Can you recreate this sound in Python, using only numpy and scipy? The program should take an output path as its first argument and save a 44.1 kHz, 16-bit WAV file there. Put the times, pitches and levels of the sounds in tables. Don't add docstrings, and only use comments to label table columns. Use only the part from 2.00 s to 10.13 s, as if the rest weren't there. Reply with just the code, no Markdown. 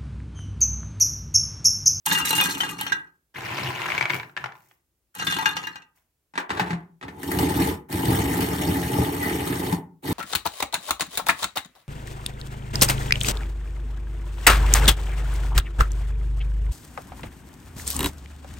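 import sys
import numpy as np
from scipy import signal
from scipy.fft import rfft, irfft, next_fast_len
from scipy.io import wavfile
from scipy.ndimage import uniform_filter1d, map_coordinates

SR = 44100
rng = np.random.default_rng(int(sys.argv[2]) if len(sys.argv) > 2 else 0)


def pcm_store(signal):
    levels = np.round(np.clip(np.atleast_2d(signal), -1, 1) * 32767)
    wavfile.write(sys.argv[1], SR, levels.astype(np.int16).T)


N = 358533

# start_s, nearly_empty_s, stop_s, rise_s, rattle_db, skins_db, wall_hum_db, thinning_db_per_s
HANDFULS = [(0.054, 0.42, 0.92, 0.014, -28, -31.5, -38, 26),
            (3.142, 3.325, 3.72, 0.12, -25.5, -43.5, -39, 58)]
def handfuls(skins_burst_db=15, skins_burst_s=0.018):
    t, nuts, skins, hum = np.arange(N) / SR, 0, 0, 0
    for start, emptying, stop, rise_s, nuts_db, skins_db, hum_db, thinning in HANDFULS:
        flow = stroke(start, stop, rise_s, fall_db_per_s=168.5)
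        late_s = np.maximum(t - emptying, 0)
        burst_db = skins_burst_db * np.exp(-np.maximum(t - start, 0) / skins_burst_s)
        nuts += flow * amp(nuts_db - thinning * late_s)
        skins += flow * amp(skins_db + burst_db - (thinning + 24.5) * late_s)
        hum += flow * amp(hum_db - 0.55 * thinning * late_s)
    return nuts, skins, hum


# start_s, level_db, pitch_hz, crispness_db, ring_db
LANDINGS = [(0.062, -21, 3840, 4.5, -17), (0.113, -7.5, 3650, -22, -5.5), (0.116, -15, 1665, -23.5, 5.5),
            (0.129, -10.5, 3654, -9.5, -15), (0.15, -12.5, 2806, -19.5, -7.5),
            (0.213, -16.5, 2794, -18, -13), (0.256, -18.5, 3930, -4.5, -12), (0.306, -10, 4030, -5.5, -7.5),
            (0.329, -13, 2785, -12.5, -5.5), (0.38, -10.5, 2810, -11.5, -6), (0.401, -7, 3540, -20.5, -9),
            (0.411, -8, 2467, -9.5, -18), (0.458, -15, 1606, -22.5, 0.5), (0.494, -16.5, 1630, -17.5, -1),
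            (0.604, -10, 3090, -19.5, -5), (0.634, -15.5, 1640, -23.5, -8.5), (0.712, -27, 1190, -7, -0.5),
            (0.793, -28, 3680, -12, -19), (0.811, -15, 3080, -7, -16), (0.866, -16.5, 3100, -16, -14.5),
            (0.921, -11.5, 1595, -23.5, 3.5), (3.151, -27.5, 1186, -6, -7), (3.189, -24, 2810, -21, -21),
            (3.27, -8.5, 3557, -18, -4), (3.324, -13, 3500, -17.5, -2), (3.387, -13.5, 883, -16, -15),
            (3.457, -10.5, 871, -22.5, -12), (3.458, -4.5, 1670, -22.5, -8.5),
            (3.49, -22, 3630, -10.5, -1.5), (3.567, -12, 2846, -22, -43), (3.637, -23.5, 2775, -23.5, -20),
            (3.67, -18, 1700, -16.5, -1), (3.757, -25, 1580, -22, -18), (3.82, -40.5, 2660, -25, -1)]
# pitch_hz, level_db
DRUM_NOTES = [(904.4, -52), (1233, -43), (1615, -52.5), (1943, -45), (2471, -52), (2799, -44),
              (3085, -54.5), (3553, -47), (3919, -54.5), (4118, -54), (4253, -51.5), (4915, -54.5),
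              (5782, -53), (6078, -52), (6665, -56), (7284, -60.5), (7343, -54), (8376, -52), (8958, -53.5),
              (11413, -55.5), (12635, -62), (13496, -59)]
# pitch_hz, level_db
HOPPER_TONE = [(290, -34), (500, -13), (613, -26.5), (880, -1.5), (974, -4), (1640, -6.5), (2230, -7),
               (2770, -17), (2930, -11), (5160, -14.5), (5880, -12), (13100, -20), (16000, -23)]
# pitch_hz, width_hz, level_db
WALL_NOTES = [(66, 24, -13.5), (166, 20, -0.5), (290, 36, -7), (374, 40, -8.5)]
# pitch_hz, side_minus_middle_db
POUR_WIDTH = [(60, -12.5), (110, -17.5), (200, -21.5), (380, 0), (700, -11.5), (1290, 7.5), (2380, 1),
              (4400, -2.5), (8120, -3.5), (15000, -11.5)]
def pouring():
    nuts, skins, hum = handfuls()
    trickle = varied(nuts * grains(per_s=170, spread_db=6, t60=0.029), depth_db=4.5, bands=4, frames=7)
    trickle = amp(1) * filtered(trickle, (1 - high_pass(4800)) ** 2)
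    ticks = skins * grains(per_s=79, spread_db=5, t60=0.068)
    ticks = amp(4) * filtered(ticks, high_pass(2900) ** 2)
    landings = knocks(LANDINGS, t60=0.042, note_db=-10.5, note_t60=0.06,
                      tick_db=18.5, tick_t60=0.019, cutoff_hz=5630)
    blows = trickle + ticks + amp(-7) * landings
    drum = resonances([(hz, 21 + (hz / 1100) ** 2, db) for hz, db in DRUM_NOTES])
    rattle = filtered(blows, amp(-2) * colour(HOPPER_TONE) + amp(-0.5) * drum)
    shaking = hum * grains(per_s=190, spread_db=2, t60=0.013) + amp(-19) * blows
    walls = filtered(shaking, resonances(WALL_NOTES))
    return stereo(rattle + walls + drum_pings(LANDINGS), POUR_WIDTH, lagged=0.8)


def drum_pings(landings, gain_db=-1.5, ring_t60=0.061, beat_hz=52):
    out, t = np.zeros((2, N + SR)), np.arange(SR // 2) / SR
    swell = fade(t, ring_t60) * (1 - fade(t, 0.01))
    for start, db, hz, _, ring_db in landings:
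        phase = rng.random((2, 2, 1))
        note = np.sin(2 * np.pi * (hz * t + phase[0]))
        note += 0.4 * np.sin(2 * np.pi * ((hz + beat_hz) * t + phase[1]))
        out[:, span(start, t)] += amp(db + ring_db + gain_db) * note * swell
    return out[:, :N]


# start_s, stop_s, rise_s, rustle_db, rumble_db, skins_db
HAND_DIGS = [(1.339, 1.463, 0.03, -37, -41, -61), (1.415, 1.693, 0.19, -29.5, -35.5, -60.5),
             (1.709, 2.018, 0.12, -31.5, -42, -58), (2.082, 2.161, 0.013, -38.5, -38.5, -48),
             (2.244, 2.325, 0.04, -89, -85, -73), (2.361, 2.458, 0.028, -48, -50, -69.5),
             (2.525, 2.714, 0.037, -71, -72.5, -65.5), (3.945, 3.975, 0.017, -70, -84, -67.5)]
# start_s, level_db, pitch_hz, crispness_db
NUT_CLICKS = [(1.39, -28.5, 1070, -25), (1.669, -22.5, 1060, -24.5), (1.708, -28, 1040, -33),
              (1.818, -15.5, 2750, -31.5), (1.902, -13.5, 2260, -19.5), (1.919, -11.5, 2200, -20.5),
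              (1.95, -14.5, 1680, -17.5), (1.979, -6.5, 2270, -22), (2.01, -7.5, 2300, -28.5),
              (2.026, -9.5, 2250, -33.5), (2.055, -9.5, 2250, -32.5), (2.098, -9.5, 2140, -22.5),
              (2.103, -7, 2190, -18.5), (2.134, -12.5, 2240, -27.5), (2.144, -22, 2270, 9.5),
              (2.152, -15, 2320, -21.5), (2.163, -25.5, 2220, 8), (2.198, -16, 2260, -19),
              (2.231, -22.5, 1700, -37), (2.296, -37, 1420, -33.5), (2.366, -15.5, 1650, -25),
              (2.374, -13.5, 1700, -31), (2.441, -13.5, 1420, -37), (2.459, -18, 840, -26.5),
              (2.521, -29.5, 1740, -36.5), (2.553, -37, 1030, -39), (2.712, -40.5, 3310, -33)]
# pitch_hz, level_db
BOWL_TONE = [(250, -39), (420, -20.5), (673, -8.5), (859, -5), (1050, -3.5), (1170, -9), (1560, -7),
             (2280, -5.5), (2500, -9), (3040, -10.5), (3230, -14), (9680, -32.5), (14800, -32.5),
             (16000, -39)]
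# pitch_hz, width_hz, level_db
BOWL_NOTES = [(95, 97, -11.5), (132.3, 27, 3.5), (175, 56, -5.5), (359, 44, -1.5)]
# pitch_hz, side_minus_middle_db
SCOOP_WIDTH = [(60, -13.5), (130, -27.5), (290, -10.5), (640, -1), (1410, -5), (3100, -1.5), (6820, -3),
               (15000, -8)]
def scooping(settle_db_per_s=195.5):
    moves = np.array([stroke(start, stop, rise, settle_db_per_s) for start, stop, rise, *_ in HAND_DIGS])
    rubbing, pushing, brushing = amp(np.array(HAND_DIGS)[:, 3:]).T @ moves
    rustle = rubbing * grains(per_s=1100, spread_db=1.8, t60=0.018)
    clicks = amp(-9.5) * knocks(NUT_CLICKS, t60=0.027, note_db=-6.5, note_t60=0.024,
                                tick_db=11.5, tick_t60=0.02, cutoff_hz=7000, crack_db=-19)
    nuts = filtered(varied(rustle, depth_db=3.2, bands=5, frames=3) + clicks, colour(BOWL_TONE))
    shoves = pushing * grains(per_s=330, spread_db=2.5, t60=0.03) + amp(-17) * clicks
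    rumble = filtered(shoves, resonances(BOWL_NOTES))
    skins = brushing * grains(per_s=500, spread_db=2, t60=0.015) + amp(-32) * clicks
    whisper = filtered(skins, colour([(2000, -20.5), (6000, -2), (10000, -6), (14000, -0.5)]))
    return stereo(nuts + rumble + whisper, SCOOP_WIDTH, lagged=0.45)


# start_s, level_db, pitch_hz, crispness_db, thump_db
PUSHER_KNOCKS = [(4.338, -31.5, 877, -34, -48), (4.355, -21.5, 910, -36, -40), (4.377, -7.5, 933, -30, -46),
                 (4.400, -18.5, 856, -6.5, -41), (4.494, -18, 780, -18, -40), (4.504, -10, 913, -17, -30),
                 (4.573, -16, 1650, -19, -35), (4.596, -4, 854, -9, -27),
                 (4.612, -17.5, 1739, -17.5, -14.5), (4.663, -31.5, 1290, -10.5, -30),
                 (4.706, -14.5, 840, -13.5, -18.5), (4.73, -19, 706, -19.5, -16.5),
                 (5.012, -29, 1900, -40, -43), (5.027, -23, 1280, -22, -59), (5.034, -28, 331, -45, -40),
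                 (5.082, -23.5, 1800, -8.5, -43)]
# pitch_hz, level_db
PLASTIC_TONE = [(150, -26.5), (250, -6.5), (393, -11), (607, -13), (875, -7.5), (1100, -8.5), (1820, -7),
                (3120, -17.5), (3400, -17), (3710, -16), (5830, -25), (6470, -23.5), (16000, -27)]
# pitch_hz, width_hz, level_db
HOUSING_NOTES = [(66, 20, -3), (91, 20, 1.5), (137, 35, 0), (171, 24, 3.5), (200, 28, -3), (274, 30, 1.5),
                 (360, 46, -0.5), (450, 60, -8), (866, 70, -6)]
# pitch_hz, side_minus_middle_db
HOUSING_WIDTH = [(60, -23), (110, -39.5), (200, -27.5), (380, -7.5), (700, -1), (1290, 3.5), (2380, -1.5),
                 (4400, -2), (8120, -5.5), (15000, -14.5)]
def pusher(slide_start_s=4.485, slide_stop_s=4.69, closing_s=0.09, tube_hz=380, thump_hz=170):
    blows = amp(-12.5) * knocks(PUSHER_KNOCKS, t60=0.09, note_db=-8, note_t60=0.052,
                                tick_db=14, tick_t60=0.013, cutoff_hz=7100)
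    slide = amp(-37) * stroke(slide_start_s, slide_stop_s, rise_s=0.03, fall_db_per_s=190)
    scrape = slide * grains(per_s=440, spread_db=0, t60=0.027)
    rubbing = filtered(blows, 1 - high_pass(12000)) + filtered(scrape, 1 - high_pass(2400))
    clatter = filtered(rubbing, colour(PLASTIC_TONE))
    boom, t = np.zeros(N + SR), np.arange(SR // 2) / SR
    thump = np.sin(2 * np.pi * thump_hz * t) * fade(t, 0.16) * (1 - fade(t, 0.015))
    for start, *_, thump_db in PUSHER_KNOCKS:
        boom[span(start, t)] += amp(thump_db - 3) * thump
    closed = np.clip((np.arange(N) / SR - slide_start_s) / closing_s, 0.15, 1)
    tube_air = amp(-10) * filtered(closed * rubbing[::-1], resonances([(tube_hz, 46, 0)]))
    shake = filtered(amp(-17) * closed * blows + scrape, resonances(HOUSING_NOTES))
    return stereo(clatter + tube_air + shake, HOUSING_WIDTH, lagged=0.8) + boom[:N]


# start_s, stop_s, rise_s, rumble_db, rasp_db
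PRESS_AND_SPURTS = [(5.01, 5.04, 0.042, -29.5, -67.5), (5.072, 5.19, 0.01, -45.5, -63.5),
                    (5.165, 5.715, 0.31, -23, -32), (5.884, 7.742, 0.071, -23, -32),
                    (8.022, 8.2, 0.06, -25.5, -34)]
def press_and_crank(turn_s=0.84, downstroke_s=6.14, surge_db=0.75, uneven_db=1.27, fall_db_per_s=380.5):
    pull, shave = 0, 0
    bite = amp(uneven_db * wobble(per_s=11))
    for start, stop, rise_s, rumble_db, rasp_db in PRESS_AND_SPURTS:
        pull += amp(rumble_db) * stroke(start, stop, rise_s, fall_db_per_s, sag_db_per_s=2.5)
        shave += amp(rasp_db) * stroke(start, stop, rise_s, fall_db_per_s, sag_db_per_s=2)
    surge = amp(surge_db * np.cos(2 * np.pi * (np.arange(N) / SR - downstroke_s) / turn_s))
    tugs = surge * bite * pull * grains(per_s=310, spread_db=2.5, t60=0.012)
    crumbs = bite * shave * grains(per_s=660, spread_db=2, t60=0.046)
    return tugs, crumbs


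# start_s, jolt_db, snap_db, thud_hz
NUT_CRACKS = [(5.231, -18, -29.5, 280), (5.277, -20, -33, 279), (5.316, -19, -23.5, 360),
              (5.388, -9.5, -21.5, 360), (5.429, -0.5, -27, 280), (5.603, -4, -31.5, 279.4),
              (5.926, -16.5, -26, 170), (6.082, 2.5, -29, 117), (6.407, -15, -22.5, 270),
              (6.531, -12.5, -32, 170.3), (6.62, -21.5, -29, 170), (6.72, -11.5, -31.5, 240),
              (6.931, -5, -34, 171), (6.985, 1, -34.5, 130), (7.475, -14.5, -27.5, 170),
              (7.594, -9.5, -31, 170.5), (7.726, 2, -26, 170.4)]
# pitch_hz, level_db
RASP_TONE = [(350, -41.5), (600, -14), (846, -7.5), (957, -21.5), (1260, -8.5), (1390, -15.5), (1930, -7),
             (2680, -17.5), (2950, -12.5), (4340, -24.5), (5190, -24), (8860, -20.5), (10200, -23),
             (13000, -18.5), (16000, -24.5)]
# pitch_hz, width_hz, level_db
LOADED_DRUM_NOTES = [(1242, 41, 1.5), (1964, 260, -16.5), (3010, 29, -1), (3688, 70, 0.5), (4395, 170, -1),
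                     (4980, 49, -5), (5500, 68, -2), (6454, 82, -6), (8740, 580, -4.5), (12700, 86, -4)]
def grating(jolt_t60=0.021, snap_t60=0.052, thud_t60=0.078):
    tugs, crumbs = press_and_crank()
    thuds, t = np.zeros(N), np.arange(SR // 6) / SR
    for start, jolt_db, snap_db, thud_hz in NUT_CRACKS:
        crack = span(start, t)
        tugs[:, crack] += amp(jolt_db - 12) * fade(t, jolt_t60) * rng.standard_normal((2, len(t)))
        crumbs[:, crack] += amp(snap_db - 0.5) * fade(t, snap_t60) * rng.standard_normal((2, len(t)))
        thud = np.sin(2 * np.pi * thud_hz * t) * fade(t, thud_t60) * (1 - fade(t, 0.014))
        thuds[crack] += amp(jolt_db - 11) * thud
    crumbs = varied(crumbs, depth_db=3, bands=5, frames=6)
    rasp = filtered(crumbs, colour(RASP_TONE))
    ring = amp(-7.5) * filtered(crumbs[::-1], resonances(LOADED_DRUM_NOTES))
    rumble = filtered(tugs, resonances(HOUSING_NOTES))
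    return stereo(rumble + rasp + ring + squeal(), HOUSING_WIDTH, lagged=0.42) + thuds


def squeal(pitch_hz=1960):
    whistle = unit(filtered(rng.standard_normal((2, N)), resonances([(pitch_hz, 90, 0)]) ** 2))
    return amp(-30) * stroke(7.205, 7.265, rise_s=0.0186, fall_db_per_s=800) * whistle


# pitch_hz, fade_s
ECHO_TIMES = [(150, 0.48), (1500, 0.33), (5000, 0.11), (14000, 0.21)]
def room_echo(x, low_hz=190):
    hz, t, noise = signal.stft(rng.standard_normal((2, SR // 2)), SR, nperseg=256)
    tail = signal.istft(noise * fade(t, along(ECHO_TIMES, hz)[:, None]), SR, nperseg=256)[1]
    tail = np.pad(tail / np.linalg.norm(tail[0]), ((0, 0), (SR // 200, 0)))
    thinned = signal.lfilter(*signal.butter(1, low_hz, "high", fs=SR), x)
    echo = signal.fftconvolve(thinned, tail, axes=1)[:, :N]
    return stereo(echo, [(150, -21.5), (500, -4.5), (1200, -0.5)], lagged=0)


# pitch_hz, level_db
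HUSH_TONE = [(18, -47), (30, -16), (41, -10), (64, -6), (80, -12.5), (230, -23.5), (310, -21.5),
             (900, -31.5), (4000, -35.5), (16000, -32.5)]
def room_hush():
    hush = filtered(rng.standard_normal((2, N)), colour(HUSH_TONE))
    return stereo(hush, [(150, -14), (1500, -2)], lagged=0)


def amp(db):
    return np.exp(np.log(10) / 20 * np.asarray(db))


def unit(x):
    return x / np.sqrt(np.mean(x ** 2) + 1e-20)


def along(points, hz):
    pitches, values = np.transpose(points)
    return np.interp(np.log(hz + 1), np.log(pitches + 1), values)


def fade(t, t60):
    return np.exp(-np.log(1000) * t / t60)


def stroke(start, stop, rise_s, fall_db_per_s, sag_db_per_s=0):
    t = np.arange(N) / SR
    rise = np.clip((t - start) / rise_s, 0, 1)
    return rise * amp(-sag_db_per_s * np.maximum(t - start, 0) - fall_db_per_s * np.maximum(t - stop, 0))


def grains(per_s, spread_db, t60):
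    count = int(per_s * N / SR)
    sizes = amp(spread_db * np.minimum(rng.exponential(size=count), np.e))
    power = np.bincount(rng.integers(0, N, count), sizes ** 2, N)
    power = signal.lfilter([1], [1, -fade(1 / SR, t60) ** 2], power)
    usual = abs(uniform_filter1d(power, SR // 10)) + 1e-9
    return unit(np.sqrt(power / usual) * rng.standard_normal((2, N)))


def varied(x, depth_db, bands, frames):
    spectra = signal.stft(x, nperseg=256)[2]
    patches = uniform_filter1d(rng.standard_normal(spectra.shape[1:]), bands, 0, mode="wrap")
    patches = uniform_filter1d(patches, frames, 1)
    return signal.istft(spectra * unit(amp(depth_db * unit(patches))), nperseg=256)[1][:, :N]


def knocks(rows, t60, note_db, note_t60, tick_db, tick_t60, cutoff_hz, crack_db=-6):
    out, t = np.zeros((2, N + SR)), np.arange(SR // 6) / SR
    treble_cut = signal.butter(2, cutoff_hz, fs=SR)
    for start, db, hz, crisp_db, *_ in rows:
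        burst = rng.standard_normal((2, len(t)))
        dull = signal.lfilter(*treble_cut, burst * (fade(t, t60) + amp(crack_db) * fade(t, 0.005)))
        tick = np.diff(burst, prepend=0) / 2 * fade(t, tick_t60)
        note = np.sin(2 * np.pi * (hz * t + rng.random((2, 1)))) * fade(t, note_t60)
        out[:, span(start, t)] += amp(db) * (dull + amp(crisp_db + tick_db) * tick + amp(note_db) * note)
    return out[:, :N]


def span(start_s, t):
    return slice(round(start_s * SR), round(start_s * SR) + len(t))


def wobble(per_s):
    return map_coordinates(rng.standard_normal(int(N * per_s / SR) + 4), [np.arange(N) * per_s / SR])


def filter_hz():
    return np.fft.rfftfreq(2 * next_fast_len(N // 2 + SR // 4, True), 1 / SR)


def filtered(x, response):
    return irfft(rfft(x, 2 * (len(response) - 1)) * response)[..., :N]


def high_pass(hz):
    ratio = 1j * filter_hz() / hz
    return ratio / (1 + ratio)


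def colour(points):
    cepstrum = irfft(np.log(amp(along(points, filter_hz())) + 1e-6))
    cepstrum[1:len(cepstrum) // 2] *= 2
    cepstrum[len(cepstrum) // 2 + 1:] = 0
    response = np.exp(rfft(cepstrum))
    return response / np.sqrt(np.mean(abs(response) ** 2))


def resonances(notes):
    f = filter_hz()
    response = sum((-1) ** k * amp(db) * 1j * f * width / (hz * hz - f * f + 1j * f * width)
                   for k, (hz, width, db) in enumerate(notes))
    return response / np.sqrt(np.mean(abs(response) ** 2))


def stereo(pair, width, lagged, lag_s=0.00032):
    hz = filter_hz()
    ratio = amp(along(width, hz))
    share = lagged * np.tanh(3 * np.sin(2 * np.pi * hz * lag_s)) / (1 + (hz / 5000) ** 4)
    direct, scattered = rfft(pair, 2 * (len(hz) - 1)) / np.hypot(1, ratio)
    side = ratio * (-1j * share * direct + np.sqrt(1 - share ** 2) * scattered)
    return irfft([direct + side, direct - side])[:, :N]


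def scene():
    near = pouring() + scooping() + pusher() + grating()
    hush = room_hush()
    return near + amp(-8) * room_echo(near) + amp(-75) * hush


# pitch_hz, left_minus_right_db
MIC_BALANCE = [(60, 2.5), (99, -0.5), (160, 2), (270, -2), (450, 2), (740, 1.5), (1220, 0.5), (2010, 2.5),
               (3330, 3.5), (5500, -2), (9080, -1), (15000, -2)]
def record(dry, low_hz=42, top_hz=16000):
    hz = filter_hz()
    tilt_db = along(MIC_BALANCE, hz) / 2
    dry = signal.lfilter(*signal.butter(2, low_hz, "high", fs=SR), dry)
    return np.array([filtered(x, amp(sign * tilt_db) * (hz < top_hz)) for x, sign in zip(dry, (1, -1))])


dry = scene()
out = record(dry)
pcm_store(out)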